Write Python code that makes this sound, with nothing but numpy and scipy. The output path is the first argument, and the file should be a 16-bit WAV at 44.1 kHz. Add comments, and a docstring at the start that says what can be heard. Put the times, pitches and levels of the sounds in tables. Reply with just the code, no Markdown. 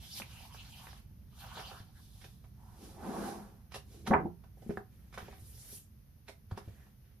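"""A large paperback on a table in a small room, close to the microphones.
0-2.5 s: fingers slide pages off the stack and turn them; fibres catch and slip, sheets flick.
2.6-4 s: a hand rubs along the cover. 4.1 s: the book claps shut; leaves slap, the block thuds.
4.6-5.8 s: it is turned over, its glossy cover hissing. 6.3-7.1 s: it is set down.
Low rumble and faint hiss throughout."""
import sys
import numpy as np
from scipy import signal
from scipy.fft import rfft, irfft
from scipy.io import wavfile
from scipy.ndimage import uniform_filter1d, map_coordinates

SR = 44100
rng = np.random.default_rng(int(sys.argv[2]) if len(sys.argv) > 2 else 0)


def file_out(sig):
    """Save sig as 16-bit WAV at sys.argv[1]."""
    # one column per channel
    cols = np.atleast_2d(sig).T
    # limit, then scale
    lim = np.clip(cols, -1, 1)
    pcm = np.round(lim * 32767).astype(np.int16)
    wavfile.write(sys.argv[1], SR, pcm)


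N = 317520
TIME_S = np.arange(N) / SR

# Table levels are relative. Attack, release, rise and fall are times for 20 dB.
# page drawn over the stack: start/s, end/s, swell/dB, release/s, rasp/dB, scratch/dB, hiss/dB
PAGE_STROKES = [(0.025, 0.11, -4.5, .08, -65.5, -61.5, -62), (0.14, 0.185, 8.5, 0.015, -59.5, -50.5, -50),
                (0.3, 0.45, 1, .14, -57.5, -59, -65.5), (0.53, 0.67, -0.5, 0.36, -61.5, -57.5, -69),
                (0.79, 0.98, -7, 0.045, -60.5, -62.5, -68.5), (1.35, 1.4, 13, .05, -77, -69.5, -66.5),
                (1.43, 1.69, -0.5, 0.19, -53.5, -57.5, -68), (1.572, 1.6, 8, 0.06, -45, -68, -84),
                (1.71, 1.79, 3.5, 0.088, -58, -71, -70), (1.97, 2.22, 6, 0.29, -74, -76.5, -70.5)]
# hand and cover dragging: start/s, end/s, swell/dB, release/s, body/dB, rasp/dB, hiss/dB
RUB_STROKES = [(2.61, 2.78, 2, 0.13, -83, -66.5, -76.5), (2.83, 2.92, -2, 0.2, -61, -67, -63.5),
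               (3.04, 3.27, 3, 0.22, -47.5, -44.5, -58.5), (3.93, 4.03, -3.5, 0.11, -67, -79.5, -69)]
# shut book sliding through the hands: start/s, end/s, swell/dB, release/s, rasp/dB, hiss/dB
SLIDE_STROKES = [(4.58, 4.72, 12, .06, -74.5, -72.5), (4.92, 5.1, 0, .08, -79, -80),
                 (5.2, 5.35, -2.5, 0.11, -62, -68.5), (5.4, 5.71, 10, .08, -73, -60.5),
                 (5.725, 5.755, 1, 0.07, -69.5, -53), (6.65, 6.86, -4, 0.12, -72, -78),
                 (7.05, 7.12, 0, 0.077, -77.5, -94.5)]
# bundles of leaves slapping together: t/s, level/dB, brightness/Hz, rise/s, fall/s
LEAF_SLAPS = [(4.076, -41, 5000, 0.025, .03), (4.111, -27.5, 1990, 0.0043, 0.055),
              (4.142, -21.5, 1900, .05, .04), (4.195, -38, 800, 0.018, .09),
              (4.258, -35.5, 750, 0.033, 0.039)]
# blows on the book: t/s, level/dB, contact f/Hz
BLOWS = [(0.208, -39.5, 212), (1.803, -34, 91), (4.078, -30.5, 217), (4.1053, -20.5, 217),
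         (4.111, -17, 217), (4.137, -34, 110), (4.194, -36, 217), (4.251, -30, 217), (4.663, -36.5, 231),
         (4.694, -19, 283), (4.706, -24.5, 390), (4.7734, -26, 332), (5.178, -35, 336), (5.227, -34, 92),
         (5.422, -38.5, 92), (5.728, -41.5, 298), (6.5198, -25.5, 98.6), (6.5744, -34, 293),
         (6.677, -28.5, 113.4)]
# swings of the block and cover: f/Hz, level/dB, t60/s
SWING_MODES = [(100, -0.5, .105), (225.5, 1.5, 0.052), (387, -0.5, 0.025)]
# paper flicks, finger taps: t/s, knock/dB, knock f/Hz, crack/dB, t60/s, left minus right/dB
TOUCHES = [(0.198, -37, 800, -38, 0.022, -3.5), (0.2201, -30, 2330, -59, .0046, 0),
           (0.546, -39, 1100, -48, 0.0083, -6), (0.868, -38.5, 1590, -55, 0.015, 0),
           (0.887, -46, 1110, -44, 0.015, -3), (0.929, -46, 1100, -53, 0.02, -1),
           (1.568, -38, 960, -47, 0.054, -2), (1.587, -43.5, 960, -63, .08, 0),
           (1.71, -43.5, 880, -70, 0.063, -2), (2.213, -61, 1490, -49.5, 0.047, -6),
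           (2.241, -51, 620, -44.5, 0.047, -1.5), (2.439, -58, 950, -63, 0.06, -3.5),
           (3.719, -46, 915, -44, 0.022, -3.5), (3.741, -39, 960, -35.5, 0.036, -2.5),
           (3.755, -36.5, 647, -37, 0.028, 0), (4.064, -48, 1250, -41.5, .04, -3),
           (4.0721, -28.5, 1260, -33, 0.023, -2), (4.437, -54.5, 1000, -61.5, 0.048, -4),
           (4.570, -55.5, 532, -80, 0.042, -1), (4.619, -49, 500, -60, 0.05, -4),
           (4.694, -51, 1540, -61, 0.062, -9), (4.705, -42, 1500, -61, 0.015, -6),
           (4.7726, -27.5, 880, -44.5, 0.0083, -1.5), (5.127, -51, 1200, -52.5, .02, -4),
           (5.139, -46, 1200, -42.5, 0.04, -2), (5.174, -35, 1190, -40.5, 0.06, -2),
           (5.282, -40.5, 640, -73, .023, -2), (5.326, -45.5, 870, -67, 0.028, 1),
           (6.2814, -44.5, 1305, -41, 0.042, -3.5), (6.289, -46, 560, -57, .06, -5.5),
           (6.51, -39.5, 1076, -48.5, 0.033, -0.5), (6.574, -36, 925, -39, .028, -2),
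           (6.677, -51.5, 400, -61, 0.065, 0), (6.867, -57, 1000, -70, 0.012, -4)]
# sheet or cover snapping straight: t/s, level/dB, f/Hz, t60/s
SHEET_SNAPS = [(0.2197, -28.5, 2540, 0.0081), (4.1375, -19.5, 2260, 0.018), (4.7723, -28.5, 1705, .016)]
# fingertip or sheet edge half singing: start/s, end/s, f/Hz, level/dB
DRAG_SQUEAKS = [(0.01, 0.094, 3350, -60), (0.11, 0.15, 5100, -47.5), (0.25, 0.5, 2670, -62),
                (0.46, 0.566, 1020, -64), (0.56, 0.643, 2750, -56.5), (1.61, 1.695, 2970, -54),
                (1.65, 1.695, 4380, -54), (1.933, 2.006, 1640, -69), (2.552, 2.775, 910, -69),
                (6.691, 6.93, 1800, -76)]
# standing waves between book, table and walls, nodes negative: f/Hz, width/Hz, left/dB, right/dB
STANDING_WAVES = [(170, 5.7, 1, 9.5), (209.8, 17, 8, 3), (248, 18, 3.5, -2.5), (300, 6.8, -3, 0),
                  (348, 11, 11, 6), (405, 15.3, 8, 9), (538.2, 14, 5, 8.5), (623, 36, -4.5, 2),
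                  (672, 17, 6.5, 8), (754, 11, 6.5, 6.5), (808, 10, 0.5, 8.5), (928, 4.5, 4.5, 1),
                  (982, 13, -9, 3.5), (1015, 20, -2.5, 1.5), (1106, 14, -0.5, 7), (1230, 11, 2.5, 1),
                  (1375, 6.3, -5, 6.5), (1507, 11, -7, 4.5), (1671, 22, -6.5, 3.5), (2030, 39.5, -4, 3.5)]
# rumble of room and table: t/s, level/dB
RUMBLE_ENVELOPE = [(0, -53.5), (3.2, -55), (5.4, -54.5), (6.2, -59.5), (6.7, -55), (7.2, -60.5)]

# tone colours as heard, the bright ones dipping near 8 kHz: f/Hz, level/dB
SHEET_RASP_SPECTRUM = [(130, -5.5), (220, -0.5), (320, -18), (480, -11), (800, 3), (1100, 2), (1600, -2),
                       (2200, -14), (3500, -11)]
EDGE_SCRATCH_SPECTRUM = [(1500, -21), (2300, -7), (3000, 0), (3700, -6), (4500, -4), (6200, -9.5),
                         (8000, -18), (14000, -11)]
FIBRE_HISS_SPECTRUM = [(3500, 3), (6000, -1.5), (7800, -7), (10500, 0), (13000, -1), (15000, -15)]
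COVER_BODY_SPECTRUM = [(80, -5), (140, -8.5), (200, 6), (295, 1), (420, -2.5), (700, -12), (1100, -13.5),
                       (2000, -56)]
COVER_RASP_SPECTRUM = [(400, -16.5), (800, 1.5), (1150, -5), (1550, -7.5), (2000, -16), (2700, -21.5),
                       (5000, -40)]
COVER_HISS_SPECTRUM = [(1200, -7.5), (2600, -4), (4000, 0), (6200, 0), (7800, -5), (11000, 1.5),
                       (14500, -9.5)]
SKIN_RASP_SPECTRUM = [(200, 1), (500, -2), (900, -7.5), (1900, -4.5), (3000, -7), (6000, -15)]
GLOSS_HISS_SPECTRUM = [(1500, -48), (2800, -12.5), (4000, -5.5), (6200, -2.5), (7800, -5.5), (11000, 2),
                       (14500, -3)]
CLAP_SPECTRUM = [(60, -9), (150, -9), (300, -7), (550, -9.5), (900, -1.5), (1200, -5.5), (2200, -0.5),
                 (2800, -13), (5000, -18.5), (12000, -27.5)]
CRACK_SPECTRUM = [(600, -12.5), (1500, 2.5), (2800, 2), (5500, -1.5), (7800, -11), (11000, -5.5),
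                  (15000, -18.5)]
RUMBLE_SPECTRUM = [(20, -17.5), (35, -10), (60, 4), (90, 0), (130, -1.5), (170, -9.5), (210, -7.5),
                   (280, -21), (400, -30), (800, -43), (2000, -44)]
BACKGROUND_HISS_SPECTRUM = [(300, 13.5), (1000, 4), (2000, 1.5), (4000, -1.5), (6200, 0.5), (7800, -19),
                            (9500, 0), (12000, 6.5), (14500, 3)]


def pages(flutter_db=1.5):
    """A sheet rasps as it bows, its edge scratches over the stack, its fibres hiss."""
    flutter = from_db(flutter_db * drift(rate_hz=24.34))
    rasp, scratch, hiss = strokes(PAGE_STROKES, attack_s=0.097) * flutter
    hiss *= friction(FIBRE_HISS_SPECTRUM, per_s=12000, spread_db=2.5, patchy_db=1)
    rasp *= friction(SHEET_RASP_SPECTRUM, per_s=2800, spread_db=5.5, patchy_db=5)
    scratch *= friction(EDGE_SCRATCH_SPECTRUM, per_s=5500, spread_db=5.5, patchy_db=5)
    return from_db(-6) * rasp + from_db(-1) * scratch + from_db(3) * hiss


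def cover_rub():
    """The open book is dragged; its broad cover gives a hollow rush."""
    body, rasp, hiss = strokes(RUB_STROKES, attack_s=0.11, hiss_swell_ratio=2.6)
    body *= friction(COVER_BODY_SPECTRUM, per_s=4000, spread_db=1, patchy_db=-2.5)
    rasp *= friction(COVER_RASP_SPECTRUM, per_s=8000, spread_db=-1, patchy_db=2)
    hiss *= friction(COVER_HISS_SPECTRUM, per_s=20000, spread_db=-7, patchy_db=-0.6)
    return from_db(1) * body + from_db(-6) * rasp + from_db(1.6) * hiss


def cover_slide():
    """Skin rasps on the spine; the glossy cover hisses as it swings round."""
    rasp, hiss = strokes(SLIDE_STROKES, attack_s=0.055)
    rasp *= friction(SKIN_RASP_SPECTRUM, per_s=640, spread_db=3.5, patchy_db=-0.5)
    hiss *= friction(GLOSS_HISS_SPECTRUM, per_s=40000, spread_db=4.5, patchy_db=3)
    return from_db(-0.5) * rasp + from_db(2.5) * hiss


def clap(dulling_oct_per_db=0.12):
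    """Leaves land in quick succession, bright at first, then duller; each slap dulls as it fades."""
    t_s, level_db, brightness_hz, rise_s, fall_s = np.transpose(LEAF_SLAPS)[:, :, None]
    fades_db = ramps_db(TIME_S, t_s, t_s, rise_s, fall_s)
    power = from_db(level_db + fades_db) ** 2
    cutoff_oct = np.average(np.log2(brightness_hz) + dulling_oct_per_db * fades_db, weights=power, axis=0)
    leaves = coloured(slips(per_s=3000, spread_db=-4.5), CLAP_SPECTRUM)
    # moving low-pass: crossfade along a filter bank
    bank_hz = np.geomspace(400, 12800, 11)
    bank = [unit_rms(butter(leaves, hz, "low", order=7)) for hz in bank_hz]
    place = np.interp(cutoff_oct, np.log2(bank_hz), np.arange(len(bank)))
    slaps = sum(np.maximum(1 - abs(place - k), 0) * dulled for k, dulled in enumerate(bank))
    local_rms = np.sqrt(np.abs(uniform_filter1d(slaps ** 2, size=500)) + 1e-9)
    return from_db(-2) * slaps / local_rms * np.sqrt(power.sum(axis=0))


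def thuds(detune_db_per_oct=22.5):
    """The block swings slowly, the cover fast; a blow favours the mode nearest its contact pitch."""
    out = np.zeros(N + SR)
    for t_s, level_db, contact_hz in BLOWS:
        for hz, mode_db, t60_s in SWING_MODES:
            detune_db = detune_db_per_oct * abs(np.log2(hz / contact_hz))
            span, wave = damped_sine(t_s, level_db + mode_db - detune_db, hz, t60_s)
            out[span] += wave
    return from_db(-3) * butter(out[:N] + 1e-18, 900, "low", order=3)


def taps(graze_db=-15.5, graze_rise_s=0.016):
    """A finger grazes the paper, then lands: damped knock of the sheet, crack of its edge."""
    out = np.zeros((2, N + SR))
    crack = np.r_[coloured(slips(per_s=9000, spread_db=2.4), CRACK_SPECTRUM), np.zeros(SR)]
    for t_s, knock_db, hz, crack_db, t60_s, pan_db in TOUCHES:
        span, age_s, fade = decay(t_s, t60_s)
        fade *= 1 - np.exp(-age_s / (0.038 * t60_s))   # softer touch, slower onset
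        burst = whiten(rng.standard_normal(len(age_s)) * fade) * fade ** 0.08
        burst = butter(burst, [0.49 * hz, 2.3 * hz], "band", order=1)
        burst = butter(burst, 1.42 * hz, "low", order=4)
        knock = unit_rms(burst) * np.sqrt(np.mean(fade ** 2))
        pan = stereo_gain(pan_db / 2, -pan_db / 2)
        out[:, span] += (from_db(knock_db) * knock + from_db(crack_db) * crack[span] * fade) * pan
        before = slice(span.start - SR // 10, span.start)
        approach_db = -20 * (t_s - TIME_S[before]) / graze_rise_s
        out[:, before] += from_db(crack_db + graze_db + approach_db) * crack[before] * pan
    return from_db(-2.2) * out[:, :N]


def snaps():
    """Stiff paper springs back and rings for milliseconds."""
    out = np.zeros(N + SR)
    for t_s, level_db, hz, t60_s in SHEET_SNAPS:
        span, wave = damped_sine(t_s, level_db, hz, t60_s)
        out[span] += butter(wave + 1e-18, 1.1 * hz, "low", order=3)
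    return out[:N]


def squeaks():
    """Slips fall nearly into step: a narrow, unsteady band swells and fades."""
    out = np.zeros(N)
    for start_s, end_s, hz, level_db in DRAG_SQUEAKS:
        first, count = int(start_s * SR), int((end_s - start_s) * SR)
        half_width_hz = 40 + 0.079 * hz
        band = butter(rng.standard_normal(count), [hz - half_width_hz, hz + half_width_hz], "band")
        out[first:first + count] += from_db(level_db) * unit_rms(band) * signal.windows.hann(count)
    return out


def strokes(rows, attack_s, hiss_swell_ratio=1, hop=25):
    """Strokes set in, change speed evenly, die away. One gain curve per layer, hiss last."""
    t_s = TIME_S[::hop]
    power = 0
    for start_s, end_s, swell_db, release_s, *levels_db in rows:
        progress = np.clip((t_s - start_s) / (end_s - start_s), 0, 1)
        swell_ratios = np.r_[np.ones(len(levels_db) - 1), hiss_swell_ratio]
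        speed_db = np.outer(swell_ratios, swell_db * (progress - 0.5))
        edge_db = ramps_db(t_s, start_s, end_s, attack_s, release_s)
        power += from_db(np.c_[levels_db] + speed_db + edge_db) ** 2
    return np.sqrt(power).repeat(hop, axis=1)[:, :N]


def friction(spectrum, per_s, spread_db, patchy_db):
    """Slips shake a sheet whose bending favours now one band, now another."""
    edges_hz = np.geomspace(100, 16000, 17)
    sources = [slips(per_s, spread_db) for _ in range(2)]
    bands = [butter(sources[k % 2], edges_hz[k:k + 2], "band") for k in range(len(edges_hz) - 1)]
    patchy = sum(band * from_db(patchy_db * drift(rate_hz=35)) for band in bands)
    return coloured(patchy, spectrum)


def slips(per_s, spread_db):
    """Fibres catch and let go: tiny clicks of uneven size."""
    sizes = from_db(spread_db * np.minimum(rng.exponential(1, N), 4))
    signs = rng.choice([-1, 1], N)
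    return unit_rms(sizes * signs * (rng.random(N) < per_s / SR))


def room(x, spots=5, spots_per_s=170):
    """Sound leaves the broad sheets now here, now there, so its reflections keep changing."""
    spot = (TIME_S * spots_per_s) % spots
    distance = np.abs((spot - np.arange(spots)[:, None] + spots / 2) % spots - spots / 2)
    shares = np.sqrt(np.maximum(1 - distance, 0))
    wet = sum(signal.oaconvolve(x * share, reflections(), axes=1)[:, :N] for share in shares)
    direct = np.array([np.r_[np.zeros(2), x[0, :-2]], x[1]])   # right microphone slightly nearer
    # microphone ports face away: treble arrives mostly via the walls
    treble_shelf = (from_db(-9.5) - 1) * direct + (from_db(1) - 1) * wet
    return direct + wet + butter(treble_shelf, 2700, "high", order=1)


def reflections(t60_s=0.19, gap_s=0.0012, split_hz=471):
    """Dense dying echoes; alike left and right in the bass, unrelated in the treble."""
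    _, age_s, fade = decay(0, t60_s)
    near_walls = 1 + np.exp(-age_s / 0.007)
    echoes = whiten(rng.standard_normal((3, len(age_s))) * fade * near_walls * (age_s > gap_s))
    tail = butter(echoes[0], split_hz, "low") + butter(echoes[1:], split_hz, "high")
    return butter(tail, 540, "high", order=1)


def standing_waves(x):
    """Air modes ring on, with a different strength at each microphone."""
    for hz, width_hz, left_db, right_db in STANDING_WAVES:
        ring = signal.lfilter(*signal.iirpeak(hz, hz / width_hz, fs=SR), x)
        x = x + (stereo_gain(left_db, right_db) - 1) * ring
    return x


def background(hiss_db=-71.5):
    """Near-mono rumble of room and table, plus faint hiss."""
    mid, side = coloured(rng.standard_normal((2, N)), RUMBLE_SPECTRUM)
    rumble = (mid + from_db(-13.5) * side * [[1], [-1]]) * stereo_gain(-1.6, 1.1)
    rumble_db = np.interp(TIME_S, *np.transpose(RUMBLE_ENVELOPE))
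    hiss = coloured(rng.standard_normal((2, N)), BACKGROUND_HISS_SPECTRUM)
    return from_db(rumble_db) * rumble + from_db(hiss_db) * hiss


def from_db(db):
    return 10 ** (np.asarray(db) / 20)


def stereo_gain(left_db, right_db):
    return from_db([[left_db], [right_db]])


def unit_rms(x):
    return x / np.sqrt(np.mean(x ** 2) + 1e-20)


def butter(x, hz, kind, order=2):
    return signal.sosfilt(signal.butter(order, hz, kind, fs=SR, output="sos"), x)


def coloured(x, spectrum):
    """Shape x by a spectrum, steep roll-off past its ends; rms 1."""
    hz, db = np.transpose(spectrum)
    log_f = np.log(np.fft.rfftfreq(N, 1 / SR) + 1)
    beyond = np.maximum(np.log(hz[0]) - log_f, 0) + np.maximum(log_f - np.log(hz[-1]), 0)
    gain_db = np.interp(log_f, np.log(hz), db) - 68 * beyond
    return unit_rms(irfft(rfft(x) * from_db(gain_db), N))


def whiten(x, smooth_hz=90):
    """Flatten a burst's spectrum, keeping its fine grain."""
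    spectrum = rfft(x, SR)
    power = uniform_filter1d(np.abs(spectrum) ** 2, size=smooth_hz)
    return irfft(spectrum / np.sqrt(np.abs(power) + 1e-12), SR)[..., :x.shape[-1]]


def drift(rate_hz, hop=50):
    """Smooth random curve, spread about 1."""
    knots = rng.standard_normal(2000)
    return map_coordinates(knots, [TIME_S[::hop] * rate_hz], order=3, mode="wrap").repeat(hop)[:N]


def ramps_db(t_s, start_s, end_s, attack_s, release_s):
    """0 dB from start to end, straight slopes either side."""
    outside = np.maximum(start_s - t_s, 0) / attack_s + np.maximum(t_s - end_s, 0) / release_s
    return np.maximum(-20 * outside, -120)


def decay(start_s, t60_s):
    """Sample span, age and envelope for 1/3 s after a blow."""
    age_s = np.arange(SR // 3) / SR
    first = int(start_s * SR)
    return slice(first, first + len(age_s)), age_s, from_db(-60 * age_s / t60_s)


def damped_sine(start_s, level_db, hz, t60_s):
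    span, age_s, fade = decay(start_s, t60_s)
    return span, from_db(level_db) * fade * np.sin(2 * np.pi * hz * age_s)


def scene():
    """Paper and book through the room, over the background."""
    paper = (pages() + squeaks() + cover_slide()) * stereo_gain(-0.5, 0.3)
    book = cover_rub() * stereo_gain(-0.6, 0.7) + clap() * stereo_gain(-0.5, 1) + thuds()
    snap = snaps()   # aimed at the microphones; stirs the room little
    in_room = room(paper + book + taps() + from_db(-9) * snap)
    return standing_waves(in_room + 1e-18) + from_db(-4.5) * snap + background()


def record(dry):
    """Steep treble cut."""
    cutoff_hz = 14650
    return signal.sosfilt(signal.ellip(12, 0.1, 80, cutoff_hz, fs=SR, output="sos"), dry)


dry = scene()
out = record(dry)
file_out(out)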